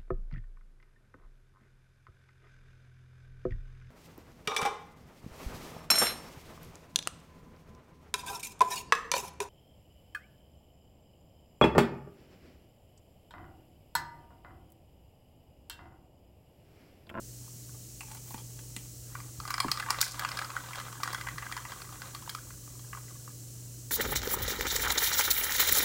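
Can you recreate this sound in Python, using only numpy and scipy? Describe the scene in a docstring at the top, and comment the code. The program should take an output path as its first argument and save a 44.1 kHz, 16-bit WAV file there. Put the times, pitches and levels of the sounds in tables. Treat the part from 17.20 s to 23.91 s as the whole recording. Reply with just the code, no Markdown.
"""Quiet kitchen: ice cubes in a glass jar of milky drink, stirred with a straw a step from a phone.
First a carton's cap is screwed shut: clicks ring panel modes, noise strokes and rubs slide.
Then cubes knock on the liquid-damped wall and each other (pitched knock, clink); some contacts snap brightly.
A hand closes round the jar and dulls its ring; the cubes settle as it is lifted.
Hum, appliance drone, air and hiss lie beneath; the phone's limiter ducks after the hardest clink."""
import sys
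import numpy as np
from scipy import signal
from scipy.fft import rfft, irfft
from scipy.io import wavfile
from scipy.ndimage import uniform_filter1d, minimum_filter1d

SR = 44100
rng = np.random.default_rng(int(sys.argv[2]) if len(sys.argv) > 2 else 0)


def unload_wav(signal):
    """Save mono or channel-first audio to the path in sys.argv[1] as 16-bit WAV at rate SR, clipped to [-1, 1]."""
    wavfile.write(
        sys.argv[1],
        SR,
        np.round(np.clip(np.atleast_2d(signal).T, -1, 1) * 32767).astype(np.int16),
    )


N = 295858
T = np.arange(N) / SR
HIT_T = T[:SR // 8]
LEAD_S = .002  # time from the start of a hit to its peak

# clearest ice contacts: (time [s], knock pitch [Hz], knock level [dB], hardness: clink over knock [dB])
ICE_CONTACTS = [(1.9514, 1080, -38.5, -23), (2.0021, 1160, -46.5, -7), (2.201, 1200, -39, -7),
                (2.252, 1200, -39.5, -11), (2.277, 1200, -40.5, -3), (2.2827, 1120, -43, -8),
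                (2.3043, 1110, -32, -13), (2.313, 1160, -39, -22), (2.3408, 1250, -32.5, -0.5),
                (2.3799, 1210, -33, -7), (2.4023, 1080, -27.5, 0.5), (2.483, 1200, -33.5, -12),
                (2.5157, 1160, -37, 12.5), (2.573, 1170, -37, -4.5), (2.5991, 1440, -33, -6.5),
                (2.624, 1720, -39.5, -11), (2.6617, 1550, -41, -25), (2.6867, 1160, -35, -30),
                (2.7, 1130, -34, -16), (2.7051, 1150, -27, 1), (2.724, 1230, -45, -19),
                (2.744, 1220, -36.5, -17), (2.807, 1500, -41, 7), (2.8136, 1370, -29.5, -1.5),
                (2.8277, 1580, -29, -17), (2.994, 1650, -36, -7), (3.0107, 1500, -42, -23),
                (3.0214, 1210, -36, -25), (3.0488, 1430, -28.5, -12), (3.072, 1210, -51, -15),
                (3.089, 1380, -38.5, -2), (3.1163, 2080, -42.5, 3), (3.172, 1580, -41, 3.5),
                (3.1898, 1550, -33.5, -6), (3.221, 1590, -38.5, -15), (3.246, 1600, -45.5, 3.5),
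                (3.3024, 1230, -39, -10), (3.3653, 1450, -29.5, -25), (3.533, 2260, -41.5, -7),
                (3.5564, 1030, -43, 0), (3.6, 1360, -41.5, -3), (3.612, 1200, -44, -8),
                (3.682, 1330, -45, -24), (3.727, 1160, -43.5, -7), (3.8, 900, -45, -22),
                (3.8331, 1155, -31, -3.5), (3.876, 1440, -32.5, -12.5), (3.9316, 1100, -38, -18),
                (3.9462, 1500, -33.5, -6), (3.954, 1480, -41, -12), (4.0115, 1450, -38.5, -7),
                (4.064, 1470, -52, -19), (4.0704, 1580, -36, -22), (4.086, 1910, -36.5, -8.5),
                (4.1821, 1770, -37, -7.5), (4.2246, 1120, -39, -34), (4.265, 1580, -40, -21),
                (4.3147, 1290, -40, -11), (4.3234, 1880, -38, -3), (4.3667, 1025, -36.5, -7.5),
                (4.376, 1750, -39, -8), (4.4514, 980, -40.5, -12), (4.52, 1060, -40.5, -8),
                (4.6183, 1337, -45, -1), (4.691, 1260, -49.5, -8), (4.8183, 1490, -43, -4),
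                (4.9487, 1146, -42.5, 0.5), (5.023, 1060, -51, -3), (5.0754, 950, -41.5, -24),
                (5.094, 1600, -44, 5), (5.1494, 1280, -36, -6), (5.305, 1430, -49.5, -7),
                (5.476, 1170, -54.5, -10), (5.593, 1120, -56, -1), (5.731, 1124, -40.5, -25),
                (5.7487, 1220, -43.5, -21), (5.7724, 1080, -44, -21), (6.0767, 1180, -47.5, -29)]
# how hard the cubes jostle: (time [s], level before each layer's gain [dB])
STIRRING = [(1.85, -72), (1.94, -64), (1.97, -58), (2.02, -61), (2.1, -67.5), (2.2, -70), (2.3, -52.5),
            (2.44, -55), (2.54, -47.5), (3.03, -46.5), (3.21, -44.5), (3.36, -50.5), (3.64, -51.5),
            (3.79, -52.5), (3.92, -44.5), (4.1, -53.5), (4.87, -55), (5.09, -59.5), (5.24, -64.5),
            (5.419, -72), (5.95, -63), (6.14, -79), (6.601, -73.5)]
# spectrum of a dull thud: (frequency [Hz], level [dB])
THUD_SPECTRUM = [(120, -50), (300, -26), (700, -3), (1000, 8.5), (2200, -3.5), (3000, -6), (5000, -53)]
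# spectrum of a clink: (frequency [Hz], level [dB])
CLINK_SPECTRUM = [(1500, -17), (2300, 1.5), (2750, -9.5), (3150, 1.5), (3650, -5.5), (4500, -2), (5100, -2),
                  (5900, -7.5), (7200, -14), (8300, -11.5), (9700, -8.5), (11500, -18)]


def undb(db):
    """Decibels to gain."""
    return 10 ** (np.asarray(db) / 20)


def level(x, db):
    """Set the rms level."""
    return x * undb(db) / np.sqrt(np.mean(x ** 2))


def strike(x, db, size=353):
    """Set the rms level of the first 8 ms of a hit."""
    return x * undb(db) / np.sqrt(np.mean(x[:size] ** 2))


def colour(x, points):
    """Causal (minimum-phase) filter with a smooth (Hz, dB) spectrum."""
    hz, db = np.transpose(points)
    size = 4096
    bins_hz = np.maximum(np.fft.rfftfreq(size, 1 / SR), 1)
    gain = undb(np.interp(np.log(bins_hz), np.log(hz), db))
    cepstrum = irfft(np.log(gain))
    # fold the cepstrum to make the response causal
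    cepstrum[1:size // 2] *= 2
    cepstrum[size // 2 + 1:] = 0
    response = irfft(np.exp(rfft(cepstrum)))
    return signal.fftconvolve(x, response)[:len(x)]


def varied(points, scatter_db=2.5, shift=0.018):
    """Every piece has its own size, and so its own version of a spectrum."""
    hz, db = np.transpose(points)
    piece_hz = hz * np.exp(shift * rng.standard_normal())
    return np.column_stack([piece_hz, db + scatter_db * rng.standard_normal(len(db))])


def add(track, s, x):
    """Mix a sound in at time s."""
    start = int(s * SR)
    track[start:start + len(x)] += x[:N - start]


def flutter(rate_hz, depth_db):
    """An uneven gain: random levels held 1 / rate_hz s and smoothed."""
    hold = int(SR / rate_hz)
    steps = rng.standard_normal(N)[np.arange(N) // hold]
    return undb(depth_db * uniform_filter1d(steps, hold))


def ring(hz, t60_s):
    """One decaying mode."""
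    return np.sin(2 * np.pi * hz * HIT_T) * np.exp(-np.log(1000) * HIT_T / t60_s)


def body(modes, scatter_db=3, detune=0.016):
    """Modes whose strength, sign and pitch change with the place of contact and the sloshing liquid."""
    out = np.zeros(len(HIT_T))
    for hz, db, t60_s in modes:
        sign, strength, pitch = rng.standard_normal(3)
        gain = np.sign(sign) * undb(db + scatter_db * strength)
        out += gain * ring(hz * (1 + detune * pitch), t60_s)
    return out


def sounded(force, response):
    """A body's answer to a contact force, at unit level."""
    return strike(signal.fftconvolve(force, response)[:len(force)], 0)


def contact(decay_s, rise_s=0.0021, peak=0.33, peak_s=0.0013):
    """A short noise burst that rises, peaks and dies away."""
    since = HIT_T - LEAD_S
    swell = np.exp(-np.abs(since) / np.where(since < 0, rise_s, decay_s))
    shape = swell + peak * np.exp(-np.abs(since) / peak_s)
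    return shape * rng.standard_normal(len(HIT_T))


def knock(hz, cycles):
    """A short hollow knock: it swells for a cycle or two and dies away within the given number of cycles."""
    return strike(HIT_T * ring(hz, cycles / hz), 0)


def background():
    """Mains hum, the wavering drone of an appliance (narrow noise bands), room air and microphone hiss."""
    # appliance drone bands: (frequency [Hz], width [Hz], level [dB])
    drone_bands = [(56.6, 2.2, -61.5), (94.2, 4.5, -66.5), (120.2, 3.9, -60), (297.3, 28, -68.5)]
    # spectra of room air and hiss: (frequency [Hz], level [dB])
    air_spectrum = [(25, -46), (45, 9.5), (70, 4.5), (150, 7.5), (200, 0.5), (320, -0.5), (600, -8),
                    (900, -19), (1800, -19), (3500, -23.5), (16000, -30.5)]
    hiss_spectrum = [(1500, -27), (2500, -9), (2950, -3.5), (3500, -7.5), (4200, 1.5), (4700, 0.5),
                     (5800, 7.5), (7800, 9), (9000, 4), (10000, 4.5), (12400, -1.5), (14000, 4),
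                     (16000, 1.5)]
    hum_hz, hum_db, air_db, hiss_db = 120.24, -49.5, -55, -50
    bins_hz = np.fft.rfftfreq(N, 1 / SR)
    out = level(np.sin(2 * np.pi * hum_hz * T), hum_db)
    for hz, width_hz, db in drone_bands:
        resonance = 1 / (1 + (2 * (bins_hz - hz) / width_hz) ** 2)
        out += level(irfft(rfft(rng.standard_normal(N)) * resonance, N), db)
    out += level(colour(rng.standard_normal(N), air_spectrum), air_db)
    out += level(colour(rng.standard_normal(N), hiss_spectrum), hiss_db)
    return out


def kitchen(x, t60_s=0.25, wet_db=-13.0, early_db=-13, early_t60_s=0.017, gap_s=0.0022):
    """Quick reflections from table and body, then the room's short tail."""
    # spectrum of the reflections: (frequency [Hz], level [dB])
    room_spectrum = [(150, 2.5), (1200, 0), (2500, 8.5), (5000, 1.5), (9500, 9.5), (12000, -2), (16000, 5)]
    t = T[:SR * 3 // 4]
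    response = np.zeros(len(t))
    for decay_s, db in ((early_t60_s, early_db), (t60_s, wet_db)):
        echoes = rng.standard_normal(len(t)) * np.exp(-np.log(1000) * t / decay_s) * (t > gap_s)
        response += undb(db) * echoes / np.linalg.norm(echoes)
    return x + signal.fftconvolve(x, colour(response, room_spectrum))[:N]


def hits(table, modes, highs, bright, lowest_hz, burst_s, tone_db, cycles, thud_db, clink_s,
         crack_db, crack_s, ping_db, focus_db=9, blow=14):
    """Each contact: a short pitched knock rings the wall, with a clink of coloured noise, ping and crack."""
    # spectrum of a crack: (frequency [Hz], level [dB])
    crack_spectrum = [(3000, -66), (7000, 20), (10000, -18), (12300, -4), (14000, 10), (16000, -30)]
    # from grip_s on, a hand damps the wall's ring and its bright ping
    grip_s, grip_wall_db, grip_ping_db = 3.26, -4, -12
    crack_per_hardness = 0.14  # dB of crack per dB of hardness
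    out = np.zeros(N)
    radiate = signal.butter(3, lowest_hz, "high", fs=SR, output="sos")
    # one clean blow at the peak of a short noise burst
    tap = signal.unit_impulse(len(HIT_T), int(LEAD_S * SR))
    for s, hz, knock_db, hardness_db in table:
        gripped = s > grip_s
        force = strike(contact(burst_s), 0) + blow * tap
        hard = strike(contact(clink_s), 0) + blow * tap
        # the place of contact favours the modes near the pitch of the knock
        near = [(f, db - focus_db * abs(np.log2(f / hz)), t60_s) for f, db, t60_s in modes]
        wall = undb(gripped * grip_wall_db) * sounded(force, body(near))
        tone = undb(tone_db) * sounded(tap, knock(hz, cycles))
        thud = strike(colour(force, THUD_SPECTRUM), thud_db)
        # a small body radiates little below its lowest mode
        hollow = signal.sosfilt(radiate, wall + tone + thud)
        ping = sounded(tap, body(highs, scatter_db=-1, detune=0.023))
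        clink = strike(colour(hard, varied(bright)), 0) + undb(ping_db + gripped * grip_ping_db) * ping
        crack = colour(contact(crack_s), crack_spectrum)
        # a harder contact clinks more and cracks more
        treble = strike(clink, hardness_db) + strike(crack, crack_db + crack_per_hardness * hardness_db)
        add(out, s + 0.00054 - LEAD_S, undb(knock_db) * (strike(hollow, 0) + treble))
    return out


def rattle(curve, touch, gain_db, scrape_db, grit_db, count, spread_db=9.0, scrape_s=0.0086):
    """Many light touches and scrapes, as strong as the movement."""
    knocks, scrapes = np.zeros(N), np.zeros(N)
    s, curve_db = np.transpose(curve)
    for k, (place, size, hardness) in enumerate(rng.uniform(-1, 1, (count, 3))):
        when = s[0] + (k + 1 + place) / count * (s[-1] - s[0])
        db = gain_db + np.interp(when, s, curve_db) + spread_db * size
        add(knocks, when, strike(touch(), db))
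        add(scrapes, when, strike(contact(scrape_s), db + spread_db * hardness))
    loudness = np.sqrt(np.mean(scrapes ** 2))
    bright = level(colour(scrapes, CLINK_SPECTRUM), scrape_db)
    grit = level(colour(scrapes, THUD_SPECTRUM), grit_db)
    return knocks + loudness * (bright + grit)


def thread(grain_db=4):
    """The cap slides on its plastic thread in short airy strokes."""
    # strokes of the cap: (time [s], length [s], level [dB])
    twists = [(0.95, 0.008, -41.5), (1.105, 0.1, -48)]
    # spectrum of the friction: (frequency [Hz], level [dB])
    swish_spectrum = [(3000, -15), (7000, -10), (10000, -10), (14000, -3), (16000, -4)]
    friction = level(colour(rng.standard_normal(N) * flutter(330, grain_db), swish_spectrum), 0)
    return friction * sum(undb(db) * np.exp(-(2 * (T - s) / length_s) ** 2) for s, length_s, db in twists)


def carton_closing():
    """Cap and carton: clicks ring the panels and cap, fingers and cap rub, the thread slides."""
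    # clicks: (time [s], pitch [Hz], knock level [dB], hardness: click over knock [dB])
    clicks = [(0.2787, 1240, -58, -8), (0.4926, 1480, -59.5, -12), (0.545, 1190, -60.5, -14),
              (0.8074, 2580, -45.5, 0), (0.831, 914, -54, -7), (0.9165, 854, -54, 4), (0.9495, 850, -56, 0),
              (1.1066, 950, -48.5, -5), (1.1432, 930, -42.5, -5), (1.3911, 900, -62.5, 10.5),
              (1.5641, 1930, -46.5, 8)]
    # nominal modes of the panels, and bright modes of the cap: (frequency [Hz], level [dB], t60 [s])
    panels = [(873, -5, 0.067), (1115, -6, 0.021), (1390, -13, 0.019), (1820, -7.5, 0.0075),
              (2360, -2, 0.0076)]
    cap_modes = [(2860, 0, 0.0067), (4270, 2, 0.008)]
    # spectrum of a click: (frequency [Hz], level [dB])
    cap_spectrum = [(1500, -7), (2700, -3), (4500, -8), (7000, -5), (9000, -6), (12000, -13)]
    # rubbing on the carton: (time [s], level before gain [dB])
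    rub = [(.2, -73), (.53, -93), (.77, -93), (.82, -70), (.86, -65), (.9, -54.5), (.94, -58), (1.02, -78),
           (1.11, -64), (1.17, -60), (1.25, -78), (1.7, -70.5)]
    clicking = hits(clicks, panels, cap_modes, cap_spectrum, lowest_hz=416, burst_s=0.0082, tone_db=-0.5,
                    cycles=19, thud_db=-5.0, clink_s=0.0054, crack_db=-16, crack_s=0.005, ping_db=-8.5)
    rubbing = rattle(rub, lambda: body(panels), gain_db=-2.0, scrape_db=-4.0, grit_db=-6.5, count=170)
    return clicking + rubbing + thread()


def bumps(rise_s=0.00062, slosh_db=-8, slosh_s=0.017):
    """Soft low thumps of liquid, carton and jar, each with an uneven slosh at the same pitch."""
    # plunging cubes and hollow bumps: (time [s], pitch [Hz], level [dB], t60 [s])
    thumps = [(1.144, 246, -43, 0.022), (1.566, 240, -46, 0.033), (2.187, 134, -43, 0.053),
              (2.4452, 984, -31.5, 0.016), (2.449, 305, -33, 0.033), (2.464, 235, -38.5, 0.033),
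              (2.482, 145, -44, 0.13), (4.14, 143, -47, 0.19)]
    out = np.zeros(N)
    for s, hz, db, t60_s in thumps:
        thump = strike(ring(hz, t60_s) * (1 - np.exp(-HIT_T / rise_s)), 0)
        slosh = sounded(contact(slosh_s), ring(hz, slosh_s))
        add(out, s, strike(thump + undb(slosh_db) * slosh, db))
    return out


def swirl(gain_db=-2.0, churn_db=4.0, grain_db=4.5):
    """Wet cubes slide along the wall in the turning liquid: a grainy wash that follows the stirring."""
    # spectrum of the wash: (frequency [Hz], level [dB])
    wash_spectrum = [(200, -8), (400, -9.5), (530, 1.5), (720, -5), (1150, 1.5), (1550, -0.5), (2200, -5),
                     (2800, -11), (4000, -6), (4900, -17), (6500, -15), (10000, -43), (16000, -16)]
    s, db = np.transpose(STIRRING)
    sliding = rng.standard_normal(N) * flutter(35, churn_db) * flutter(400, grain_db)
    return level(colour(sliding, wash_spectrum), gain_db) * undb(np.interp(T, s, db)) * (T > s[0])


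def light_touch(centre_hz=1280, spread=0.212, cycles=16, cycles_spread=0.44):
    """The knock of any one cube: its size sets the pitch, the liquid around it the length."""
    size, wetness = np.clip(rng.standard_normal(2), -2, 2)
    return knock(centre_hz * np.exp(-spread * size), cycles * np.exp(-cycles_spread * wetness))


def nudges(drop_db=-18, spread_db=3, soonest_s=0.0055, latest_s=0.042, hard_db=-9, count=3):
    """Each clear contact pushes the neighbouring cubes, which touch lightly a moment later."""
    knocks, ticks = np.zeros(N), np.zeros(N)
    for s, _, knock_db, _ in ICE_CONTACTS:
        for delay, size in rng.uniform(0, 1, (count, 2)):
            when = s + soonest_s + delay * (latest_s - soonest_s)
            db = knock_db + drop_db + spread_db * (2 * size - 1)
            add(knocks, when, strike(light_touch(), db))
            add(ticks, when, strike(contact(0.0023), db + hard_db))
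    return knocks + level(colour(ticks, CLINK_SPECTRUM), 0) * np.sqrt(np.mean(ticks ** 2))


def bright_snaps(snap_s=0.003, tail_db=-20.0, tail_s=0.066, grain=1.0, dull_hz=10500):
    """A sharp bright snap with a duller grainy tail, longer after a stronger snap."""
    # bright snaps: (time [s], snap level [dB])
    snaps = [(2.304, -36.5), (2.8126, -17.5), (2.824, -31), (2.9933, -36), (3.8348, -38), (3.9284, -39),
             (5.097, -40)]
    # spectrum of a bright snap: (frequency [Hz], level [dB])
    snap_spectrum = [(700, -51), (2500, -11), (4800, 12.5), (9500, 1.5), (16000, 6.5)]
    out = np.zeros(N)
    strongest_db = max(db for s, db in snaps)
    dull = signal.butter(2, dull_hz, fs=SR, output="sos")
    for s, db in snaps:
        decay_s = tail_s * undb((db - strongest_db) / 2)
        # grain strength changes every 20 samples
        strength = np.repeat(np.exp(grain * rng.standard_normal(len(HIT_T))), 20)[:len(HIT_T)]
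        tail = signal.sosfilt(dull, colour(contact(decay_s) * strength, snap_spectrum))
        snap = colour(contact(snap_s), snap_spectrum)
        add(out, s, strike(snap, db) + strike(tail, db + tail_db))
    return out


def ice_stirring():
    """Cubes in the jar: clear contacts, nudged neighbours, bright snaps, a fine rattle and a sliding wash."""
    # nominal modes of the filled jar, damped by liquid and hand: (frequency [Hz], level [dB], t60 [s])
    jar = [(884, -7.5, 0.032), (1136, -5, 0.049), (1280, 5, 0.016), (1418, 1.5, 0.024), (1665, 5, 0.0076),
           (1940, 8, 0.0087), (2265, 2, 0.014)]
    # bright modes of the glass: (frequency [Hz], level [dB], t60 [s])
    glass = [(4310, -3, 0.0069), (4850, -4, 0.014), (5100, 1, 0.0057), (8060, -17, 0.011)]
    contacts = hits(ICE_CONTACTS, jar, glass, CLINK_SPECTRUM, lowest_hz=720, burst_s=0.0035, tone_db=0.5,
                    cycles=11.6, thud_db=-4, clink_s=0.0035, crack_db=-16.5, crack_s=0.0029, ping_db=3)
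    jostling = rattle(STIRRING, light_touch, gain_db=-5, scrape_db=-11.5, grit_db=-6.0, count=520)
    return contacts + nudges() + bright_snaps() + jostling + swirl()


def scene():
    """Carton, ice and liquid in the kitchen, over the background."""
    near = carton_closing() + bumps() + ice_stirring()
    return (background() + kitchen(near))[None]


def limiter(x, ceiling=.36, hold_s=.1, release_s=.04):
    """The gain drops at once on a peak, is held, then recovers."""
    hold, release = int(hold_s * SR) | 1, int(release_s * SR) | 1
    held = minimum_filter1d(ceiling / np.maximum(np.abs(x), ceiling), hold, origin=hold // 2)
    gain = np.minimum(held, uniform_filter1d(held, release, origin=release // 2))
    # round the corners over about 1 ms
    return x * uniform_filter1d(minimum_filter1d(gain, size=45), size=45)


def record(dry):
    """The phone limits the hardest peaks and cuts the top."""
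    top_hz = 15900
    low_pass = signal.ellip(10, .2, 70, top_hz, fs=SR, output="sos")
    return signal.sosfilt(low_pass, limiter(dry))


dry = scene()
out = record(dry)
unload_wav(out)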